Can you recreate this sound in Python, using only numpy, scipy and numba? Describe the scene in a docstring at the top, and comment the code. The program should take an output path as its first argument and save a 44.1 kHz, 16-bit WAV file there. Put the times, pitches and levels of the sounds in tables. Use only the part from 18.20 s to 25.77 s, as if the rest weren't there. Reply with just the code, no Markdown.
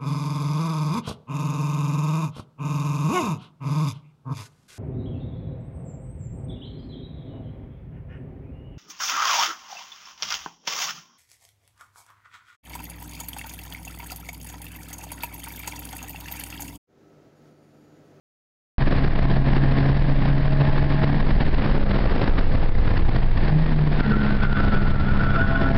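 """Inside a small four-cylinder saloon on a race track. The sound cuts in with the engine pulling, louder
from about 1 s, over road and wind roar. Air throbs through an open window about twenty times a second.
A fast limiter turns everything down under each throb, so the whole sound flutters. Near 3 s the
driver lifts off, the gears whine and the body shudders under braking. A downshift follows just after
5 s, then the car slides and its tyres squeal as the rubber sticks and slips."""
import sys
import numpy as np
from scipy import signal
from scipy.fft import rfft, irfft, next_fast_len
from scipy.io import wavfile
from numba import njit

SR = 44100
rng = np.random.default_rng(int(sys.argv[2]) if len(sys.argv) > 2 else 0)


def materialize(psi):
    """Save the field psi as 16-bit PCM at rate SR to the path in sys.argv[1].

    A 1-D psi becomes a single channel; in a 2-D psi each row is a channel.
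    """
    bounded = np.clip(np.atleast_2d(psi).T, -1, 1)
    quanta = np.round(bounded * 32767).astype(np.int16)
    wavfile.write(sys.argv[1], SR, quanta)


N = 333837
TIME = np.arange(N) / SR


def from_db(db):
    """Turn decibels into a number to multiply by."""
    return 10 ** (np.asarray(db) / 20)


def curves(table):
    """Join a table's timed points with straight lines, one curve for each column after the time."""
    times, *columns = np.transpose(table)
    return [np.interp(TIME, times, column) for column in columns]


def unit_level(x):
    """Scale a signal to an average (rms) size of 1."""
    return x / np.std(x)


def wobble(rate_hz):
    """A smooth random wiggle of size 1 that turns about rate_hz times a second."""
    smooth = signal.resample_poly(rng.standard_normal(8192), 8, 1)
    return unit_level(np.interp(TIME * rate_hz * 8, np.arange(len(smooth)), smooth))


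def noise(colour):
    """Noise of size 1; the colour table says how strong its low and high pitches are."""
    hz, db = np.transpose(colour)
    size = next_fast_len(N)
    bins_hz = np.maximum(np.fft.rfftfreq(size, 1 / SR), 1)
    gain = from_db(np.interp(np.log(bins_hz), np.log(hz), db))
    return unit_level(irfft(rfft(rng.standard_normal(size)) * gain, size)[:N])


def angle(hz):
    """The angle of something turning hz times a second, from a random start."""
    return 2 * np.pi * (np.cumsum(hz) / SR + rng.random())


def tone(phase):
    """A pure tone of size 1."""
    return np.sqrt(2) * np.sin(phase)


def held(start, end, attack_s, release_s):
    """Rise from 0 to 1 at the start, hold, and fall back after the end."""
    return np.clip((TIME - start) / attack_s, 0, 1) * np.clip(1 - (TIME - end) / release_s, 0, 1)


def swells(table):
    """Smooth bumps in decibels, one for each row of time_s, length_s, rise_db."""
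    return sum(db * np.exp(-(2 * (TIME - s) / length) ** 2) for s, length, db in table)


# Colour of the road and wind roar: pitch_hz, relative_db
ROAR_COLOUR = [(40, -4.5), (80, 1), (130, -1.5), (190, -2.5), (260, -4.5), (400, -11), (560, -13.5),
               (800, -14.5), (1050, -17), (1300, -21.5), (1750, -18), (2500, -25.5), (3700, -30.5),
               (4600, -32.5), (5300, -42)]
# Moments when the roar briefly swells: time_s, length_s, rise_db
ROAR_SWELLS = [(0.677, 0.018, 3.5), (0.745, 0.015, 5), (0.795, 0.025, 9.5), (0.85, 0.02, 6),
               (0.965, 0.021, 6.5), (1.166, 0.023, 6.5), (1.766, 0.019, 3.5), (2.064, .025, 5.5),
               (2.73, .015, 3.5), (3.215, .035, 7.5), (3.428, .04, 7), (3.475, 0.021, 6),
               (3.711, 0.02, 3.5), (3.795, 0.031, 5), (4.042, 0.078, 3), (4.775, 0.017, 7),
               (5.18, .02, 8.5), (5.298, 0.014, 7), (5.89, 0.024, 2.5), (6.239, .03, 5.5), (6.393, .03, 1),
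               (6.637, .012, -0.5)]
# Colour of the shuddering car body: pitch_hz, relative_db
BODY_COLOUR = [(120, -24.5), (270, 0.5), (380, -2), (540, -3), (800, -15.5), (1250, -11), (2500, -24.5),
               (5000, -35)]
def road(roar_db=-23.5, shudder_db=-29.5, gust_db=1, grit_db=2):
    """Tyres and wind roar, roughened by the track surface; hard braking shakes the body."""
    slowing_db = np.interp(TIME, [3.6, 6.3], [0, -1.5])
    roar = from_db(roar_db + slowing_db + swells(ROAR_SWELLS)) * noise(ROAR_COLOUR)
    braking = held(3.37, 4.15, attack_s=.05, release_s=.9)
    shudder = from_db(shudder_db) * braking * noise(BODY_COLOUR)
    return from_db(gust_db * wobble(9) + grit_db * wobble(160)) * (roar + shudder)


# Engine braking, when the wheels turn the engine: start_s, end_s, rise_db
ENGINE_BRAKING = [(3.37, 3.702, 8.5), (5.81, 7.6, 12)]
# Whine of the gears that drive the wheels, falling as the car slows: time_s, pitch_hz, level_db
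GEAR_WHINE = [(2.9, 568.4, -60), (3.3, 560, -43), (3.6, 552.7, -37), (4.1, 525.6, -46.5),
              (4.45, 507.9, -38.5), (4.8, 494.1, -42.5), (5.2, 460, -46.5)]
def driveline(base_db=-32.5, octave_db=-18, settle_s=.45, settled_share=.45):
    """The body drones at three times engine speed, most in engine braking; gears whine off the pedal."""
    phase = angle(3 * curves(ENGINE_SPEED)[0] * (1 + .0073 * wobble(30)))
    drone_db = base_db + wobble(20)
    for start, end, rise_db in ENGINE_BRAKING:
        first_tug = np.exp(-np.maximum(TIME - start, 0) / settle_s)
        strength = settled_share + (1 - settled_share) * first_tug
        drone_db += rise_db * strength * held(start, end, attack_s=.08, release_s=.25)
    drone = from_db(drone_db) * (tone(phase) + from_db(octave_db) * tone(2 * phase))
    whine_hz, whine_db = curves(GEAR_WHINE)
    whine = from_db(whine_db + 1.2 * wobble(25)) * tone(angle(whine_hz * (1 + .006 * wobble(40))))
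    return drone + whine


# Presses of the throttle pedal: start_s, end_s, engine_rise_db, boom_rise_db
PEDAL_PRESSES = [(0.404, 1.105, 9, 1.5), (1.0, 2.943, 11.5, 8), (5.27, 5.39, 3.5, 12.5),
                 (5.518, 5.67, -2, 10), (7.122, 7.598, 14, 0)]
def throttle(shut_engine_db=-12.5, shut_boom_db=-26):
    """Pressing the pedal makes the engine and its exhaust boom louder; the biggest rise wins."""
    rises = [np.outer(rise_db, held(start, end, attack_s=.063, release_s=.09))
             for start, end, *rise_db in PEDAL_PRESSES]
    engine_rise_db, boom_rise_db = np.max(rises, axis=0)
    return shut_engine_db + engine_rise_db, shut_boom_db + boom_rise_db


# Speed of the engine's crankshaft (pulling, lift, downshift, corner): time_s, turns_per_s
ENGINE_SPEED = [(0.6, 67.7), (1.6, 68.1), (2.95, 71.5), (3.12, 70.8), (3.45, 70.6), (3.8, 65.3),
                (4.03, 59.7), (4.25, 54.7), (4.5, 49.5), (4.75, 51.6), (5.0, 61.8), (5.2, 55.4),
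                (5.28, 72.8), (5.4, 78.7), (5.7, 73.8), (6.2, 67.7), (7.28, 66.7), (7.57, 67)]
# Exhaust tones beside the boom: cycles_per_turn, relative_db
EXHAUST_TONES = [(1, -34), (1.5, -40), (2.5, -37), (3.5, -39.5), (4, -30.5), (4.5, -43), (6, -51.5),
                 (8, -44)]
# Pitches at which the body panels like to ring: pitch_hz, width_hz, relative_db
PANEL_RINGS = [(631.4, 25, -36), (665.5, 27, -32.5), (799, 32, -42), (847, 33, -42), (1062, 92, -44.5),
               (1660, 140, -47.5), (1846, 89, -49.5)]
# Colour of the air intake and valves, heard from the cabin: pitch_hz, relative_db
RASP_COLOUR = [(300, -17), (700, -1.5), (1300, -7), (1620, -2.5), (1720, 2), (1790, -1), (1870, 5),
               (2000, -5), (2600, -7.5), (5000, -16)]
def engine(rough_db=3, rasp_db=-43, flutter_db=1.41, lumpy_db=2.5, smooth_hz=67.46, lumpy_span_hz=11):
    """Two firings a turn boom in the exhaust; panels ring as the engine's overtones sweep past them."""
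    engine_db, boom_db = throttle()
    crank_hz = curves(ENGINE_SPEED)[0] * (1 + .0013 * wobble(25))
    crank = angle(crank_hz)
    # At low speed the cylinders fire unevenly and the boom turns ragged.
    lumpy = np.clip((smooth_hz - crank_hz) / lumpy_span_hz, 0, 1)
    boom_gain = from_db(boom_db + (flutter_db + lumpy_db * lumpy) * wobble(45))
    boom = boom_gain * tone(2 * crank + .6 * lumpy * wobble(45))
    exhaust = sum(from_db(db + rough_db * wobble(30)) * tone(cycles * crank + 2 * np.pi * rng.random())
                  for cycles, db in EXHAUST_TONES)
    panels = 0
    for cycles in range(8, 30):
        ring = sum(from_db(db) / (1 + (2 * (cycles * crank_hz - hz) / width) ** 2)
                   for hz, width, db in PANEL_RINGS)
        panels += ring * (1 + .25 * wobble(40)) * tone(cycles * crank + 2 * np.pi * rng.random())
    # One puff of rasp per firing, every other one stronger.
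    puffs = (1 + np.cos(2 * crank)) ** 2 * (1 + .5 * np.cos(crank))
    rasp = from_db(rasp_db) * unit_level(puffs * noise(RASP_COLOUR))
    return boom + from_db(engine_db) * (exhaust + panels + rasp)


def tread(hz, jitter=.012, wander=.0064, flicker_db=4, overtone_db=-27.5):
    """Rubber catches and lets go of the asphalt at an unsteady rate, making a wavering tone."""
    slip = angle(hz * (1 + jitter * wobble(200) + wander * wobble(35)))
    flicker = from_db(flicker_db * wobble(45))
    return unit_level(flicker * (tone(slip) + from_db(overtone_db) * tone(2 * slip)))


# Squeal of the higher-pitched tyre in the slide: time_s, level_db, pitch_hz
SQUEAL = [(5.74, -43, 1510), (5.92, -37, 1495), (6.25, -34.5, 1501), (6.55, -34.5, 1465), (6.82, -36, 1455),
          (7.05, -31.5, 1471), (7.25, -30.5, 1468), (7.46, -30.5, 1460), (7.51, -42, 1474)]
# Moments when a tyre grips harder and shrieks: time_s, length_s, high_rise_db, low_rise_db
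SHRIEKS = [(6.241, 0.049, 8, 12), (6.375, .05, 13.5, 2), (7.162, .04, 0, 6), (7.231, .08, 7.5, -7),
           (7.368, .04, 9.5, 1)]
# Short chirps of the other tyres: start_s, end_s, pitch_hz, level_db
TYRE_CHIRPS = [(5.351, 5.545, 1867, -40.5), (5.72, 6.168, 1900, -43), (5.813, 6.1, 1723, -44),
               (7.147, 7.558, 1080, -38)]
def tyres(low_pitch_ratio=.922, low_db=1, unload_db_per_s=1, attack_s=.043, scrub_db=-10, judder_db=-25):
    """Two tyres squeal and scrape, the lower one slowly losing its load; the others chirp."""
    slide_db, squeal_hz = curves(SQUEAL)
    elapsed_s = np.maximum(TIME - SQUEAL[0][0], 0)
    grip = np.minimum(elapsed_s / attack_s, 1) * from_db(slide_db)
    high_rise_db = swells((s, length, db) for s, length, db, _ in SHRIEKS)
    low_rise_db = swells((s, length, db) for s, length, _, db in SHRIEKS)
    high_gain = grip * from_db(high_rise_db)
    low_gain = grip * from_db(low_rise_db + low_db - unload_db_per_s * elapsed_s)
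    squeal = high_gain * tread(squeal_hz) + low_gain * tread(low_pitch_ratio * squeal_hz)
    hiss = noise([(700, -25), (1100, -7), (1430, -.5), (1800, -10.5),
                  (2600, -15.5), (3200, -21.5), (3470, -10), (3800, -38)])
    scrub = from_db(scrub_db) * (high_gain + low_gain) * hiss
    chirps = 0
    for start, end, hz, db in TYRE_CHIRPS:
        swell = np.sin(np.pi * np.clip((TIME - start) / (end - start), 0, 1))
        chirps += from_db(db) * swell * tread(hz=np.full(N, hz), jitter=.007, wander=.005)
    # The whole tyre shakes more and more as the slide goes on.
    judder = np.interp(TIME, [5.8, 7], [0, 1]) * tread(hz=np.full(N, 88.), jitter=.17)
    return squeal + scrub + chirps + from_db(judder_db) * judder


# Strength of the air flowing across the open window: time_s, level_db
WINDOW_FLOW = [(0.58, -16), (1.05, -13), (1.6, -15), (2.3, -12.5), (2.8, -14.5), (3.25, -10.5),
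               (3.65, -13.5), (4.5, -9), (5.1, -10.5), (5.6, -16), (6.8, -13), (7.57, -18)]
# Moments when the throb collapses: time_s, length_s, drop_db
FLOW_LULLS = [(0.79, 0.044, 6.5), (1.66, 0.21, 6), (2.07, 0.063, 7), (2.43, 0.093, 16.5), (2.88, 0.22, 7.5),
              (3.21, 0.044, 8), (3.44, .1, 8.5), (3.76, .14, 6), (4.03, 0.11, 8), (4.73, 0.099, 7.5),
              (5.38, 0.097, 7), (5.89, 0.092, 12.5), (6.05, 0.12, 7), (6.23, .05, 5.5), (6.38, .07, 5.5),
              (6.6, .05, 5.5), (6.87, 0.061, 8), (7.03, 0.064, 7.5), (7.19, .07, 5)]
# Colour of the swirling air that comes with the throb: pitch_hz, relative_db
RUMBLE_COLOUR = [(4, -13), (10, 1), (22, 1), (35, 7), (55, 2.5), (90, -9.5), (160, -18), (400, -63)]
def open_window(throb_hz=18.7, throb_db=-.5, rumble_db=-6, gust_db=1, lopsided=.2):
    """The cabin is like a bottle and the window its neck: wind across it makes the air inside throb."""
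    phase = angle(throb_hz * (1 + .11 * wobble(22)))
    throb = tone(phase) - lopsided * tone(2 * phase + np.pi / 2)  # crests sharper than troughs
    flow_db = curves(WINDOW_FLOW)[0] - swells(FLOW_LULLS) + gust_db * wobble(14)
    return from_db(flow_db) * (from_db(throb_db) * throb + from_db(rumble_db) * noise(RUMBLE_COLOUR))


def scene():
    """Everything heard from behind the seats, in one channel."""
    return (engine() + driveline() + tyres() + open_window() + road())[None]


@njit
def limiter(x, ceiling, overshoot_db=4.5, attack_s=.0007, recovery_db_per_s=219.5):
    """Each peak over the ceiling knocks the volume down too far; it climbs back, so the sound pumps."""
    out = np.empty(len(x))
    cut_db, pull_db = 0., 0.
    step = 1 / (attack_s * SR)
    for i in range(len(x)):
        out[i] = x[i] * 10 ** (-cut_db / 20)
        pull_db = overshoot_db if abs(out[i]) > ceiling else pull_db * (1 - step)
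        cut_db = max(cut_db + pull_db * step - recovery_db_per_s / SR, 0.)
    return out


def record(dry, boost_db=15.5, ceiling_db=-8.5, start_s=.582, mic_top_hz=5450, top_hz=15200):
    """The sound starts abruptly; a small camera squashes the loud peaks and loses the high treble."""
    limited = limiter(dry[0] * from_db(boost_db), from_db(ceiling_db))
    clipped = np.clip(limited, -.5, .5) * (TIME >= start_s)
    dulled = signal.sosfilt(signal.ellip(10, .3, 60, mic_top_hz, fs=SR, output="sos"), clipped)
    return signal.sosfilt(signal.ellip(8, .2, 70, top_hz, fs=SR, output="sos"), dulled)[None]


dry = scene()
out = record(dry)
materialize(out)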